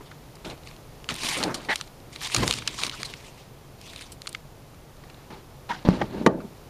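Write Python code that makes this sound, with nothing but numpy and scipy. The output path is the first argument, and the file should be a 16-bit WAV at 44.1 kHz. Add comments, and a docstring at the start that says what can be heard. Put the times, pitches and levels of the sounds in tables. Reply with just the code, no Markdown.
"""Beside a parked pickup truck on a still evening, a far traffic drone (filtered noise) hums throughout. First
cloth and fingers rub, tick and squeak close to the microphone: hiss with tiny clicks, short bursts ringing in a
hard case, and unsteady tones. Then a handle creaks, again with unsteady tones, the front door pops off its
latch while the hand jolts the case, and swings with rumbling, scuffing noise and a short rattle, and the rear
cab door unlatches with a sharp clack: a push, a noisy crack, ringing steel and the cab's echo."""
import sys
import numpy as np
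from scipy import signal
from scipy.fft import rfft, irfft, next_fast_len
from scipy.io import wavfile

SR = 44100
rng = np.random.default_rng(int(sys.argv[2]) if len(sys.argv) > 2 else 0)


def persist_wave(psi):
    """Save psi, clipped to +-1, as 16-bit WAV."""
    counts = np.round(np.clip(psi, -1, 1) * 32767).astype(np.int16)
    wavfile.write(sys.argv[1], SR, np.atleast_2d(counts).T)


N = 295196
TIME = np.arange(N) / SR  # seconds


def from_db(db):
    """Turn decibels into a gain."""
    return 10 ** (np.asarray(db) / 20)


def rms_one(x):
    """Scale a sound so that its average strength (rms) is 1."""
    return x / np.sqrt(np.mean(x ** 2) + 1e-20)


def gains(rows):
    """Draw one gain curve over time for each dB column, practically silent outside the rows."""
    s, *columns = np.transpose(rows)
    return [from_db(np.interp(TIME, s, column, left=-120, right=-120)) for column in columns]


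def cut(x, hz, kind, order=2):
    """Filter smoothly: "low" keeps what lies below hz, "high" keeps what lies above."""
    safe_hz = np.clip(hz, 10, .45 * SR)
    return signal.sosfilt(signal.butter(order, safe_hz, kind, fs=SR, output="sos"), x)


def colour(x, spectrum):
    """Shape the tone of x by gains at given frequencies, then scale it to rms 1."""
    hz, db = np.transpose(spectrum)
    size = next_fast_len(N)
    bins = np.maximum(np.fft.rfftfreq(size, 1 / SR), 1)
    bin_db = np.interp(np.log(bins), np.log(hz), db, left=-90, right=-90)
    return rms_one(irfft(rfft(x, size) * from_db(bin_db), size)[:N])


def drift(rate_hz, size=N):
    """Wander at random between rate_hz new values a second, with rms 1."""
    steps = np.arange(size) * rate_hz / SR
    count = int(steps[-1]) + 2
    return rms_one(np.interp(steps, np.arange(count), rng.standard_normal(count)))


def resonate(x, hz, width_hz):
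    """Let x ring at one frequency, with a gain of about 1 at the peak."""
    r = np.exp(-np.pi * width_hz / SR)
    feedback = [1, -2 * r * np.cos(2 * np.pi * hz / SR), r * r]
    return signal.lfilter(np.array([1, 0, -1]) * (1 - r * r) / 2, feedback, x)


def add(out, s, sound):
    """Mix a short sound in at time s."""
    at = max(round(s * SR), 0)
    out[at:at + len(sound)] += sound[:max(N - at, 0)]


def burst(decay_s, count=2048):
    """A contact makes tiny random slips that die away quickly."""
    return rng.standard_normal(count) * np.exp(-np.arange(count) / (SR * decay_s))


def at_level(sound, db):
    """Give a short sound the energy of one millisecond at an rms level of db."""
    return sound * from_db(db) / np.sqrt(np.sum(sound ** 2) / (SR / 1000))


def friction(per_s, spread_db, smooth):
    """Rough surfaces catch and let go: random clicks of uneven size over a smooth hiss."""
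    sizes = from_db(spread_db * np.minimum(rng.exponential(1, N), 4)) * rng.choice([-1, 1], N)
    clicks = sizes * (rng.random(N) < per_s / SR)
    return rms_one(clicks) + smooth * rng.standard_normal(N)


def patchy(x, depth_db, rate_hz, count=16):
    """The contact keeps changing, so bands of the sound swell and fade each on its own."""
    centres = np.geomspace(300, 12000, count)
    # each band adds only its change from its normal strength
    bands = [resonate(x, hz, hz / 5) * (from_db(depth_db * drift(rate_hz)) - 1) for hz in centres]
    return rms_one(x + np.sum(bands, axis=0))


def shell(x):
    """A small hard case rings at several frequencies side by side."""
    # ringing of the case: [f/Hz, width/Hz, level/dB]
    shell_modes = [(1204, 226, 7), (2400, 450, 5), (2860, 960, 0.5), (4420, 990, 3.5), (5070, 1170, -1.5),
                   (6930, 960, -2), (8940, 1180, -5), (14040, 830, -30)]
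    # neighbouring modes have opposite signs
    return sum((-1) ** k * from_db(db) * resonate(x, hz, width)
               for k, (hz, width, db) in enumerate(shell_modes))


def gesture(s, swell_s, hold_s, fade_db_per_s):
    """A movement swells evenly, holds and dies away."""
    swell = np.clip((TIME - s) / max(swell_s, 1 / SR), 0, 1)
    fading_s = np.maximum(TIME - s - swell_s - hold_s, 0)
    return swell * from_db(-np.minimum(fade_db_per_s * fading_s, 200))


def together(envelopes):
    """Overlapping movements add in power."""
    return np.sqrt(sum(e ** 2 for e in envelopes))


def two_layers(rows, fade_db_per_s):
    """Each row drives two layers at their own levels; its length sets its fade through fade_db_per_s."""
    moves = []
    for s, swell_s, hold_s, *dbs in rows:
        shape = gesture(s, swell_s, hold_s, fade_db_per_s(swell_s + hold_s))
        moves.append((shape, from_db(dbs)))
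    return [together(shape * gain[k] for shape, gain in moves) for k in range(2)]


def outdoors(air_db=-50, hum_db=-57):
    """Still air is soft shaped noise; far traffic adds a low drone, noise ringing near 136 Hz."""
    # tone of the distant outdoor hum: [f/Hz, relative level/dB]
    air_spectrum = [(12, -21), (20, -0.5), (80, -5), (144, -3), (180, -11.5), (382, -11), (416, -11),
                    (452, -11.5), (788, -15), (1300, -21), (1580, -24.5), (4430, -28.5), (8170, -32.5),
                    (14300, -34.5), (15500, -42)]
    # slow rise and fall of air and drone: [t/s, level/dB]
    air_swell = [(0, 2.5), (1, 3.5), (2, 3), (3.5, 2), (4.6, 1.5), (6.69, 3)]
    swell, = gains(air_swell)
    drone = rms_one(resonate(rng.standard_normal(N), 135.6, 30))
    air = colour(rng.standard_normal(N), air_spectrum)
    return swell * (from_db(air_db) * air + from_db(hum_db) * drone)


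def sliding(fade_db_per_s=229):
    """How hard the cloth slides at each moment, as a gain for its hiss."""
    # strokes of cloth past the case: [start t/s, swell/s, hold/s, hiss level/dB]
    strokes = [(0.0, 0.03, 0.1, -58), (0.444, 0.0054, 0.044, -46), (0.615, 0.055, 0.022, -50.5),
               (1.086, 0.0054, 0.021, -37), (1.094, .17, 0.15, -30.5), (1.475, 0.035, 0.17, -49.5),
               (1.686, 0.014, 0.044, -38), (1.74, 0.015, 0.031, -46.5), (2.1, 0.037, 0.079, -47.5),
               (2.205, 0.031, 0.012, -31), (2.254, 0.083, 0.21, -32.5), (2.576, 0.016, 0.22, -44.5),
               (2.753, .06, 0.033, -31.5), (2.882, 0.092, 0.12, -42.5), (3.107, 0.018, 0.16, -49),
               (3.326, 0.045, 0.042, -51.5), (3.776, 0.088, 0.19, -47), (4.195, 0.066, 0.089, -54.5)]
    return together(from_db(db) * gesture(s, swell_s, hold_s, fade_db_per_s)
                    for s, swell_s, hold_s, db in strokes)


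def rubbing(hiss, flutter_db=1.9, catch_db=-9, fade_db=9.5):
    """Cloth hisses and catches, the case rumbles; a pressing, shifting hand makes low thumps."""
    # the hand presses and shifts on the case; at the last two rows it jolts the case as the doors open: #
    # [start t/s, swell/s, hold/s, rumble level/dB, low thump level/dB]
    pushes = [(0.007, 0.0017, .005, -41, -60), (0.444, 0.0031, 0.046, -39.5, -46),
              (1.088, 0.0057, 0.027, -37.5, -39.5), (1.2, 0.042, .01, -37, -49),
              (1.35, 0.021, 0.089, -29.5, -53), (1.685, 0.0026, 0.01, -30.5, -48),
              (2.342, .006, .01, -29, -44), (2.36, .025, 0.052, -30, -26.5),
              (2.55, 0.057, 0.075, -49.5, -45), (2.81, 0.02, 0.023, -40, -55),
              (2.95, 0.045, 0.073, -47.5, -60), (5.89, .01, 0.084, -41, -31.5),
              (6.266, .008, 0.042, -57, -37)]
    # tone of the cloth fibres: [f/Hz, relative level/dB]
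    cloth_spectrum = [(290, -21), (500, -45), (628, -10.5), (1080, 2.5), (1300, -22), (1430, -9.5),
                      (1830, -2), (2230, 2.5), (3720, 3), (7470, -6.5), (8130, -3), (9380, -8.5),
                      (15000, -23)]
    # tone of the rumble: [f/Hz, relative level/dB]
    rumble_spectrum = [(70, -10), (120, -4.5), (170, -0.5), (270, 0), (330, 1), (460, -2), (700, -6.5),
                       (900, -6.5), (1200, -10), (1700, -14), (2600, -22)]
    # tone of the low thumps: [f/Hz, relative level/dB]
    thump_spectrum = [(25, -15), (55, 2), (85, -7.5), (118, 8), (170, -6), (260, -3), (380, -10),
                      (520, -27), (800, -29)]
    # fade_db is lost in each span as long as the push itself: slow pushes let go slowly
    rumble_gain, thump_gain = two_layers(pushes, lambda length_s: fade_db / length_s)
    grip = from_db(flutter_db * drift(90))
    fibres = colour(friction(per_s=5000, spread_db=3.5, smooth=1.0), cloth_spectrum)
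    fibres = patchy(fibres, depth_db=3.5, rate_hz=45)
    uneven = rng.standard_normal(N) * from_db(11 * np.minimum(drift(260), 2.2))
    catches = rms_one(shell(cut(uneven, 1800, "high", order=1)))
    rumble = colour(friction(per_s=1500, spread_db=3.0, smooth=1.0), rumble_spectrum)
    rumble = patchy(rumble, depth_db=2.5, rate_hz=34)
    thump = colour(rng.standard_normal(N), thump_spectrum)
    cloth = rms_one(fibres + from_db(catch_db) * catches)
    return grip * (hiss * cloth + rumble_gain * rumble + thump_gain * thump)


def faint_ticks(hiss, count=300):
    """Small snags come at random, thicker and stronger while the cloth slides; rows like those in ticks."""
    per_s, level_db, spread_db = 30, -28.5, 2.5  # rate and level under a stroke of full_stroke_db
    full_stroke_db, resting_hand_db = -30.5, -68
    follow = .5  # share of the stroke's swing in dB that the snags follow
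    centre_hz, spread_octaves, decay_s = 2940, 0.53, 0.0011
    when, chance = rng.random((count, 2)).T  # when: share of the whole length
    size, pitch = np.clip(rng.standard_normal((count, 2)), -2, 2).T
    stroke_db = 20 * np.log10(hiss[(when * N).astype(int)] + from_db(resting_hand_db))
    effort_db = follow * (stroke_db - full_stroke_db)
    db = level_db + effort_db + spread_db * size
    hz = centre_hz * 2 ** (spread_octaves * pitch)
    rows = np.transpose([when * N / SR, db, hz, np.full(count, decay_s)])
    # keep each candidate with the chance that gives the wanted rate
    return list(rows[chance < per_s * from_db(effort_db) * N / SR / count])


def ticks(hiss, width_share=0.81, direct_db=-12, rise_s=0.00031, edge_db=-25):
    """Each snag is a dull or bright burst that rings in the shell; brighter ones have a sharper edge."""
    # the clearest snags and small contacts: [t/s, level/dB, centre f/Hz, decay time/s]
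    clear_ticks = [(0.113, -34.5, 1400, .007), (0.354, -41, 6450, 0.0033), (0.447, -31, 2980, 0.0076),
                   (0.499, -30.5, 3520, .007), (1.043, -34.5, 2510, 0.00033), (1.0889, -17.5, 2320, .002),
                   (1.098, -19.5, 2780, 0.011), (1.244, -26.5, 1960, 0.0033), (1.2876, -20.5, 4810, .0012),
                   (1.428, -18, 3640, 0.0011), (1.436, -14, 4100, 0.0028), (1.543, -18.5, 5000, 0.0078),
                   (1.757, -17.5, 4970, .002), (1.811, -21.5, 4040, 0.00096), (2.16, -28, 3390, 0.0011),
                   (2.3455, -9, 4600, 0.0031), (2.3627, -10, 4240, 0.0033), (2.4775, -13, 3930, .001),
                   (2.51, -11, 2730, 0.000093), (2.525, -17, 3720, .0014), (2.538, -17, 4140, 0.00066),
                   (2.621, -29.5, 1410, .003), (2.675, -12.5, 3770, 0.0024), (2.835, -13.5, 3580, 0.00057),
                   (2.865, -21, 3890, 0.0018), (2.895, -21.5, 3850, 0.0019), (3.031, -20, 3720, .0006),
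                   (3.137, -27, 2740, 0.0023), (3.96, -29, 4050, 0.0015), (4.119, -31, 8100, 0.0096),
                   (4.218, -30.5, 4960, 0.00094), (4.271, -25, 3580, 0.00029), (4.274, -23.5, 3800, 0.0016),
                   (4.291, -31, 8500, .003), (4.328, -34, 6500, .0015), (4.348, -21, 2030, 0.0021),
                   (5.037, -40, 940, 0.0033), (5.098, -39, 2370, 0.0039), (5.144, -42.5, 2470, 0.0021),
                   (6.402, -32, 1100, 0.01)]
    out = np.zeros(N)
    for s, db, hz, decay_s in list(clear_ticks) + faint_ticks(hiss):
        slip = burst(decay_s)
        rise = 1 - np.exp(-np.arange(len(slip)) / (SR * rise_s))
        snag = resonate(slip * rise, hz, width_share * hz)
        direct = from_db(direct_db) * cut(snag, 2.54 * hz, "low")
        edge = from_db(edge_db) * (hz / 4000) ** 2 * resonate(slip, 8000, 1200)
        add(out, s, at_level(shell(snag) + direct + edge, db))
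    return out


def squeaks_and_rattle(overtone_db=-15, upper_ratio=2.26, rasp_db=-4.5):
    """Squeaks of skin or handle and one door rattle: two partials at unsteady pitch with a broad rasp."""
    # squeaks of skin or handle, and at 6.012 s a short rough rattle of the door:
    # [t/s, length/s, pitch f/Hz, level/dB, upper partial relative level/dB, pitch jitter/share]
    squeak_rows = [(1.686, 0.055, 849.4, -31, 6.5, 0.093), (2.227, .016, 1880, -45, -20, 0.095),
                   (2.923, 0.035, 1340, -45.5, -17, 0.089), (3.046, 0.02, 4100, -36, -12, .05),
                   (5.696, .034, 950, -28, -15, 0.036), (5.729, 0.027, 1480, -43, -8, .03),
                   (6.012, .013, 832, -23.5, -8, .1)]
    out = np.zeros(N)
    for s, length_s, pitch_hz, level_db, upper_db, jitter in squeak_rows:
        size = int(length_s * SR)
        for hz, db in (pitch_hz, level_db), (upper_ratio * pitch_hz, level_db + upper_db):
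            phase = 2 * np.pi * np.cumsum(hz * (1 + jitter * drift(925.0, size))) / SR
            tone = np.sqrt(2) * (np.sin(phase) + from_db(overtone_db) * np.sin(2 * phase))
            rasp = resonate(rng.standard_normal(size), hz, .65 * hz)
            rasp = rms_one(cut(rasp, 2.2 * hz, "low"))
            swell = np.abs(np.sin(np.linspace(0, np.pi, size))) ** 0.48
            swell = swell * from_db(0.58 * drift(290, size))
            add(out, s, from_db(db) * swell * (tone + from_db(rasp_db) * rasp))
    return out


def swing(boom_db=-3, judder_db=1.5, fade_db_per_s=180):
    """Handled doors judder, boom at four panel tones and scuff; the same noise makes a latch crack's tail."""
    # the doors are touched, pulled and swung; the 6.265 s row is the latch crack's noisy tail in the cab:
    # [start t/s, swell/s, hold/s, rumble level/dB, scuff level/dB]
    pulls = [(4.95, 0.083, 0.22, -59.5, -59.5), (5.302, 0.0036, 0.012, -40, -43.5),
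             (5.69, 0.0035, 0.026, -42.5, -35), (5.848, 0.0049, 0.01, -26.5, -37.5),
             (5.886, 0.0026, 0.044, -23, -32.5), (5.98, .02, 0.027, -32, -44),
             (6.08, 0.073, 0.066, -31, -46.5), (6.265, 0.0043, 0.0047, -24, -44.5),
             (6.28, 0.016, 0.049, -25, -67)]
    # tone of the shaken door panel: [f/Hz, relative level/dB]
    panel_spectrum = [(15, -35), (25, -2), (108, -12), (162, -9), (196, 1), (350, 0.5), (417, -9),
                      (525, -5), (787, -19), (918, -12), (1050, -22), (1380, -36.5), (1670, -33),
                      (1800, -46), (2500, -40), (3250, -59.5), (5500, -120)]
    # tone of the scuffing noise: [f/Hz, relative level/dB]
    scuff_spectrum = [(710, 5.5), (1200, -0.5), (1370, -3), (1630, -2.5), (2970, -7.5), (4090, -7.5),
                      (8060, -24), (13000, -36)]
    rumble_gain, scuff_gain = two_layers(pulls, lambda length_s: fade_db_per_s)
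    shake = colour(friction(per_s=640, spread_db=5.0, smooth=1.0), panel_spectrum)
    shake = shake * from_db(judder_db * drift(110))
    panel_tones = (174, 55), (399, 26), (633, 35), (883, 30)  # (Hz, width Hz)
    boom = rms_one(sum(resonate(shake, hz, width_hz) for hz, width_hz in panel_tones))
    scuff = colour(friction(per_s=2500, spread_db=2.5, smooth=0.46), scuff_spectrum)
    scuff = patchy(scuff, depth_db=2.5, rate_hz=72)
    return rumble_gain * rms_one(shake + from_db(boom_db) * boom) + scuff_gain * scuff


def blows(gap_s=.004, thud_change_db=0.5, metal_change_db=-10, dulling=0.45):
    """Give every knock and its rebounds, whose thud is duller and whose metal is softer."""
    # blows on the doors: [t/s, thud level/dB, thud low edge f/Hz, thud high edge f/Hz, crack level/dB,
    # ring level/dB, number of rebounds]
    knocks = [(5.876, -15.5, 220, 504, -41, -37, 0), (5.8879, 5.5, 35, 314, -28, -29, 0),
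              (6.016, -13.5, 220, 700, -43, -27.5, 0), (6.2627, -22, 500, 1460, -17.5, -7, 0),
              (6.2646, -2, 172, 990, -11, -4, 2), (6.527, -36, 180, 398, -61, -60, 0)]
    for s, thud_db, low_hz, high_hz, crack_db, ring_db, rebounds in knocks:
        yield s, thud_db, low_hz, high_hz, crack_db, ring_db
        for k in range(round(rebounds)):
            yield (s + (k + 1) * gap_s, thud_db + thud_change_db, low_hz, dulling * high_hz,
                   crack_db + metal_change_db, ring_db + metal_change_db)


def door_ring(count=22050):
    """Door steel and trim ring as fading tones, each struck a little differently on every blow."""
    # ringing of door steel and trim: [f/Hz, relative level/dB, t60 (time to fade by 60 dB)/s]
    door_modes = [(131.7, -10.5, 0.25), (184, 2.5, 0.11), (219, -11.5, 0.27), (326, 0, 0.16),
                  (397, -20, 0.41), (420, -7, 0.051), (549, -13.5, 0.11), (640, -10, 0.12),
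                  (810, -12.5, 0.18), (893, -3.5, 0.075), (1102, -16.5, 0.12), (1190, -7, 0.082),
                  (1360, -37, 0.11), (1870, -6, 0.056), (2310, -24, 0.086), (3080, -23, 0.055)]
    t = np.arange(count) / SR
    hz, db, t60 = np.transpose(door_modes)[:, :, None]
    sign = (-1) ** np.arange(len(door_modes))[:, None]
    strength = from_db(db + 1.14 * rng.standard_normal(db.shape)) * sign
    return np.sum(strength * from_db(-60 * t / t60) * np.sin(2 * np.pi * hz * t), axis=0)


def latches(echo_db=-12, echo_t60=0.28, drum_hz=180, drum_width_hz=22, drum_db=15, count=22050):
    """A blow is a push that drums the door skin, a crack of the latch, ringing steel and the cab's echo."""
    # tone of the cab echo: [f/Hz, relative level/dB]
    cab_spectrum = [(100, -14.5), (200, 4), (400, 7), (700, -2.5), (1200, -23), (1600, -14), (2200, -31),
                    (4000, -43), (9000, -49)]
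    out, t = np.zeros(N), np.arange(count) / SR
    cab = colour(rng.standard_normal(N), cab_spectrum)
    for k, (s, thud_db, low_hz, high_hz, crack_db, ring_db) in enumerate(blows()):
        push = cut(cut(signal.unit_impulse(count), high_hz, "low"), low_hz, "high")
        thud = push + from_db(drum_db) * resonate(push, drum_hz, drum_width_hz)
        crack = cut(burst(0.0026, count), 600, "high")  # decay time 2.6 ms
        crack = cut(cut(crack, 1540, "low", order=1), 9900, "low", order=4)
        # each blow takes another stretch of the noise, which builds up quickly and fades
        echo = np.roll(cab, k * count)[:count] * from_db(-60 * t / echo_t60) * (1 - np.exp(-t / .004))
        ring = cut(door_ring() + from_db(echo_db) * echo, 216, "high")
        add(out, s, at_level(thud, thud_db) + at_level(crack, crack_db))
        add(out, s, from_db(ring_db) * ring)
    return out


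def scene():
    """Mix the outdoor hum, the cloth and hand sounds and the doors into one channel."""
    hiss = sliding()
    close_sounds = rubbing(hiss) + squeaks_and_rattle() + ticks(hiss)
    return (outdoors() + close_sounds + swing() + latches())[None]


def gain_control(x, threshold_db=-5, release_db_per_s=45, attack_hz=90):
    """Loud peaks pull the gain down; it creeps back afterwards."""
    over_db = np.maximum(20 * np.log10(np.abs(x) + 1e-9) - threshold_db, 0)
    release_db = release_db_per_s * TIME
    held_db = np.maximum.accumulate(over_db + release_db, axis=-1) - release_db
    return x * from_db(-cut(held_db, attack_hz, "low", order=1))


def record(dry, cutoff_hz=15200):
    """Apply gain control, a narrow notch in the treble, overload and a steep top cut."""
    x = gain_control(dry)
    x = x - resonate(x, 8090, 450)
    overloaded = np.clip(x, -1, 1)
    return signal.sosfilt(signal.ellip(10, .1, 80, cutoff_hz, fs=SR, output="sos"), overloaded)


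dry = scene()
out = record(dry)
persist_wave(out)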